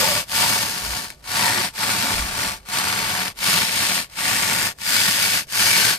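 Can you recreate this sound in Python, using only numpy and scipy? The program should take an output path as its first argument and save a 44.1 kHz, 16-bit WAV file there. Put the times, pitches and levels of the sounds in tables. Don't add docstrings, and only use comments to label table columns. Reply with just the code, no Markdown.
import sys
import numpy as np
from scipy import signal
from scipy.fft import rfft, irfft
from scipy.io import wavfile
from scipy.ndimage import uniform_filter1d

SR = 44100
rng = np.random.default_rng(int(sys.argv[2]) if len(sys.argv) > 2 else 0)


def digitize_waveform(pressure):
    field = np.atleast_2d(pressure).T
    bounded = np.clip(field, -1, 1)
    quanta = np.round(bounded * 32767).astype(np.int16)
    wavfile.write(sys.argv[1], SR, quanta)


N = 263718
TIME = np.arange(N) / SR
BINS = np.fft.rfftfreq(N, 1 / SR)
EDGE_HZ = 14720


def gain_of(db):
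    return 10 ** (np.asarray(db) / 20)


def evened(x):
    return x / np.sqrt(np.mean(x ** 2) + 1e-20)


def read(points, hz):
    f, value = np.transpose(points)
    return np.interp(np.log(hz + 1), np.log(f + 1), value)


def shaped(x, gain):
    return irfft(rfft(x) * gain, N)


def wobble(low_hz, high_hz):
    rise = BINS / (BINS + low_hz)
    fall = 1 / np.sqrt(1 + (BINS / high_hz) ** 4)
    return evened(shaped(rng.standard_normal(N), rise * fall))


def hump(middle_s, length_s):
    return np.cos(np.pi * np.clip((TIME - middle_s) / length_s, -.5, .5))


def peak(hz, width_hz):
    return 1 / (1 + (2 * (BINS - hz) / width_hz) ** 2)


def saw(uneven_db=0.44, rocking_db=.5, unseated_bite_db=-1):
    # share of the tearing in dB,
    # dB for each dB of weight, change before the blade is seated in dB.
    body = [(-13.5, 0.9, -10), (-15, 0.8, -9.5), (-11, 1.18, 0.5)]
    level_db, weight_db, bite_db, loose = strokes()
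    level_db = level_db + uneven_db * wobble(7, 16)
    weight_db = weight_db + rocking_db * wobble(4.2, 4.3)
    shares_db = [db + follow * weight_db + unseated_db * loose for db, follow, unseated_db in body]
    shares_db += [bite_db + unseated_bite_db * loose, 0]
    sound = ports(ring(crackle(level_db)))

    below = [1 / (1 + (BINS / hz) ** 10) for hz in (280, 700, 1350, 2800)]
    below.append(BINS < EDGE_HZ)
    bands = np.diff(below, axis=0, prepend=0)
    out = np.zeros((2, N))
    for band, share_db in zip(bands, shares_db):
        part = shaped(sound, band)
        power = uniform_filter1d(part.mean(0) ** 2, size=SR // 10)
        steady = part / np.sqrt(power + 1e-20)
        out += steady * gain_of(level_db + share_db)
    return out


def strokes(speed_power=2.65, resting_db=-60, seating_s=0.11):
    # start in s, end in s, speeding up in s, slowing down in s,
    # treble level at mid-stroke in dB, change of level along the stroke in dB, weight on the body in dB,
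    # bite of the teeth in dB.
    stroke_rows = [(-.25, 0.274, 0.19, 0.093, -21, -12.5, 1, -7),
                   (0.242, 1.211, .175, .275, -25.5, -14, 1, -7.5),
                   (1.197, 1.736, 0.24, .1, -23.5, -8.5, 2.5, -4.8),
                   (1.703, 2.638, .14, .2, -26.6, -2.5, 3.5, -4.5),
                   (2.623, 3.354, .16, .115, -27.5, -3, 3.5, -3.7),
                   (3.332, 4.095, .185, .132, -22.5, -7, -1.1, -6),
                   (4.062, 4.753, .235, .096, -24.5, -2.5, 0.4, -3.5),
                   (4.746, 5.47, 0.22, 0.11, -21.5, -4, -4.5, -6),
                   (5.446, 6.017, 0.19, 0.14, -19.5, -0.5, -3.4, -6.5)]
    # middle in s, length in s, dip in dB.
    binds = [(.771, 0.52, -4.5), (2.29, 0.29, -6), (3.696, .236, -4.5), (4.145, 0.098, -5),
             (5.14, .22, -1.5)]
    tearing, loose = np.zeros(N), np.zeros(N)
    for start, end, rise_s, fall_s, db, change_db, _, _ in stroke_rows:
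        age = np.clip(TIME - start, 0, end - start)
        speeding_up = np.sin(np.pi / 2 * np.minimum(age / rise_s, 1))
        slowing_down = np.sin(np.pi / 2 * np.clip((end - TIME) / fall_s, 0, 1))
        speed = speeding_up * slowing_down
        tearing += speed ** speed_power * gain_of(db + change_db * (age / (end - start) - .5))
        loose = np.where(TIME > start, np.exp(-age / seating_s), loose)

    level_db = 20 * np.log10(np.hypot(tearing, gain_of(resting_db)))
    for middle_s, length_s, dip_db in binds:
        level_db += dip_db * hump(middle_s, length_s) ** 2
    starts, *_, weight_db, bite_db = np.transpose(stroke_rows)
    current = np.searchsorted(starts, TIME) - 1
    return level_db, *uniform_filter1d([weight_db[current], bite_db[current], loose], size=SR // 30)


def crackle(level_db, cells_per_s=3800, size_db=2.0, catch_db=-0.63, tooth_db=0.74,
            rub_db=-7, chip_db=-10.5, spots_per_s=10, spread_spots=1.8, count=36):
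    grip = gain_of(catch_db * wobble(30, 130) + tooth_db * wobble(120, 1300))
    speed = gain_of((level_db - level_db.max()) / 4)
    bursts = rng.random(N) < cells_per_s * speed / SR
    signs = rng.choice([-1, 1], N)
    sizes = gain_of(size_db * np.minimum(rng.exponential(1, N), 4))
    cells = bursts * signs * sizes / np.sqrt(speed)
    travel = np.cumsum(spots_per_s * speed) / SR
    spot = np.floor(travel + spread_spots * rng.standard_normal(N)) % count
    grains = sum(scatter(cells * grip * (spot == k)) for k in range(count))
    rub = evened(grip * rng.standard_normal((2, N)))
    return evened(grains) + gain_of(rub_db) * rub + gain_of(chip_db) * crunch(speed)


def crunch(speed, chips_per_s=85, chip_s=0.0024, dull_hz=3000, size_db=3.5, uneven=.6):
    pace = chips_per_s * speed * np.exp(uneven * wobble(20, 200))
    passed = np.floor(np.cumsum(pace) / SR)
    sizes = gain_of(size_db * np.clip(rng.standard_normal(N), -2, 1.3))
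    rips = (np.diff(passed, prepend=0) > 0) * sizes
    age = np.arange(SR // 16) / SR / chip_s
    clumps = signal.oaconvolve(rips, age * np.exp(-age))[:N]
    dulling = 1 / np.sqrt(1 + (BINS / dull_hz) ** 4)
    return evened(shaped(clumps * rng.standard_normal((2, N)), dulling))


def scatter(clicks, bounces_t60=.007, cabin_t60=0.059, cabin_db=-6):
    t = np.arange(SR // 8) / SR
    near, cabin = rng.standard_normal((2, 2, len(t)))
    bounces = evened(near * gain_of(-60 * t / bounces_t60))
    tail = evened(cabin * gain_of(-60 * t / cabin_t60))
    path = bounces + gain_of(cabin_db) * tail
    path /= np.linalg.norm(path, axis=1, keepdims=True)
    return signal.oaconvolve(clicks[None], path, axes=1)[:, :N]


def ring(x):
    # frequency in Hz, relative level in dB per Hz.
    rasp = [(41, -29), (70, -4), (188, 2), (505, -10.5), (578, -7), (791, -4), (906, 1.5), (1270, 1),
            (1480, 3.5), (2220, 6.5), (2850, 5.5), (4560, 0), (6680, 2), (13700, -0.5), (15000, -5.5)]
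    # frequency in Hz, width in Hz, lift over the colour in dB.
    modes = [(102.4, 54, 12), (193.7, 64, 10.5), (277, 14, 8), (425, 40, 7.5), (576, 117, 7),
             (730, 44, 11.5), (897, 106, 10.5), (1147, 120, 9.5), (1432, 133, 6.5), (1780, 100, 5),
             (2256, 29, 8.5), (2596, 68, 2), (4630, 1430, 7.5), (5320, 86, 4.5), (8710, 1160, 4)]
    db = read(rasp, BINS) + sum(lift_db * peak(hz, width_hz) for hz, width_hz, lift_db in modes)
    log_gain = np.log(gain_of(np.maximum(db, -100)))
    circle = np.concatenate([log_gain, log_gain[-2:0:-1]])
    minimum_phase = np.exp(np.conj(signal.hilbert(circle)))
    return shaped(x, minimum_phase[:len(BINS)])


def ports(pair):
    # frequency in Hz, left over right in dB.
    balance_db = [(100, -2), (220, -1.7), (380, -5), (700, -1.5), (1000, -3.5), (1500, 7.5), (2400, 5),
                  (4600, 3.5), (6500, 1), (8600, -5.5), (11000, -1.5), (14000, 4)]
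    # frequency in Hz, likeness of the ports from 0 to 1.
    likeness = [(60, 0.98), (200, 0.93), (400, 0.53), (600, 0.93), (900, 0.85), (1400, 0.97), (2200, 0.068),
                (5000, 0.18), (8000, 0.021)]
    # frequency in Hz, lead of the left in radians.
    lead_rad = [(100, 0.11), (700, 0.47), (1200, 1.5), (1550, 0.96), (1800, 1.62), (2800, 0.23),
                (5000, 0.011)]
    a, b = rfft(pair)
    same = np.clip(read(likeness, BINS), 0, 1)
    tilt = gain_of(read(balance_db, BINS) / 2)
    right = (same * a + np.sqrt(1 - same ** 2) * b) * np.exp(-1j * read(lead_rad, BINS))
    return irfft(np.array([a * tilt, right / tilt]), N)


def snaps(ringing_db=12):
    # time in s, relative click level in dB.
    snap_rows = [(.296, -21), (.317, -13), (1.103, -18), (1.918, -8), (2.025, -11), (2.688, -19),
                 (2.7865, -6.5), (2.841, -12), (2.991, -11.5), (3.204, -12), (3.281, -11.5), (3.389, -20),
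                 (3.443, -12), (4.498, -10), (4.532, -6.5), (4.668, -12.5), (4.787, -25.5), (4.817, -17.5),
                 (5.003, -8), (5.084, -5), (5.524, -13)]
    clicks = [gain_of(db) * (np.arange(N) == round(s * SR)) for s, db in snap_rows]
    rung = ports(ring(sum(scatter(click) for click in clicks)))
    return evened(rung) * np.std(sum(clicks)) * gain_of(ringing_db)


def swells(rows):
    out = np.zeros((2, N))
    for middle_s, length_s, hz, width_hz, db in rows:
        window = hump(middle_s, length_s)
        tone = shaped(rng.standard_normal((2, N)), peak(hz, width_hz)) * window
        rms = np.sqrt((tone ** 2).sum(1, keepdims=True) / (window ** 2).sum())
        out += gain_of(db) * tone / rms
    return ports(out)


def chatter():
    # middle in s, length in s, frequency in Hz, width in Hz, level before the ports in dB.
    chatter_rows = [(.03, 0.066, 553, 71, -29), (.14, 0.23, 585, 60, -31.5), (.05, 0.12, 906, 70, -28.5),
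                    (.47, 0.23, 920, 70, -28.5), (1.44, .22, 960, 171, -30), (1.53, 0.28, 1880, 200, -29),
                    (1.56, 0.22, 355, 50, -39), (2.03, 0.27, 188, 62, -35.5), (3.53, .2, 188, 62, -34),
                    (4.99, .3, 1533, 120.1, -38), (5.73, .16, 2270, 119.9, -23),
                    (5.85, 0.27, 1541, 79.96, -31.5)]
    return swells(chatter_rows)


def air_bumps():
    # middle in s, length in s, frequency in Hz, width in Hz, level before the ports in dB.
    bump_rows = [(.89, 0.15, 57, 22, -33.5), (2.2, 0.19, 48.3, 54, -29.5), (2.33, 0.51, 58, 30.97, -43)]
    return swells(bump_rows)


def background(air_db=-52.5, hum_db=-57, hum_hz=52.5, waver_hz=0.78, waver_db=6.0):
    # frequency in Hz, relative level in dB per Hz.
    air_colour = [(20, -5), (45, -1), (128, -3), (300, -12.5), (600, -11), (2000, -31), (4000, -36),
                  (14000, -42)]
    noise = shaped(rng.standard_normal((2, N)), gain_of(read(air_colour, BINS)))
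    air = evened(ports(noise))
    pitch_hz = hum_hz + waver_hz * wobble(0.74, 5.1)
    hum = np.sin(2 * np.pi * np.cumsum(pitch_hz) / SR) * gain_of(waver_db * wobble(1, 3.5))
    return gain_of(air_db) * air + gain_of(hum_db) * evened(hum)


def scene():
    return saw() + snaps() + chatter() + air_bumps() + background()


def record(dry):
    ceiling = .85
    rounded = dry / (1 + (dry / ceiling) ** 6) ** (1 / 6)
    lowpass = signal.firwin(601, EDGE_HZ, window=("kaiser", 8), fs=SR)
    return signal.oaconvolve(rounded, lowpass[None], "same")


dry = scene()
out = record(dry)
digitize_waveform(out)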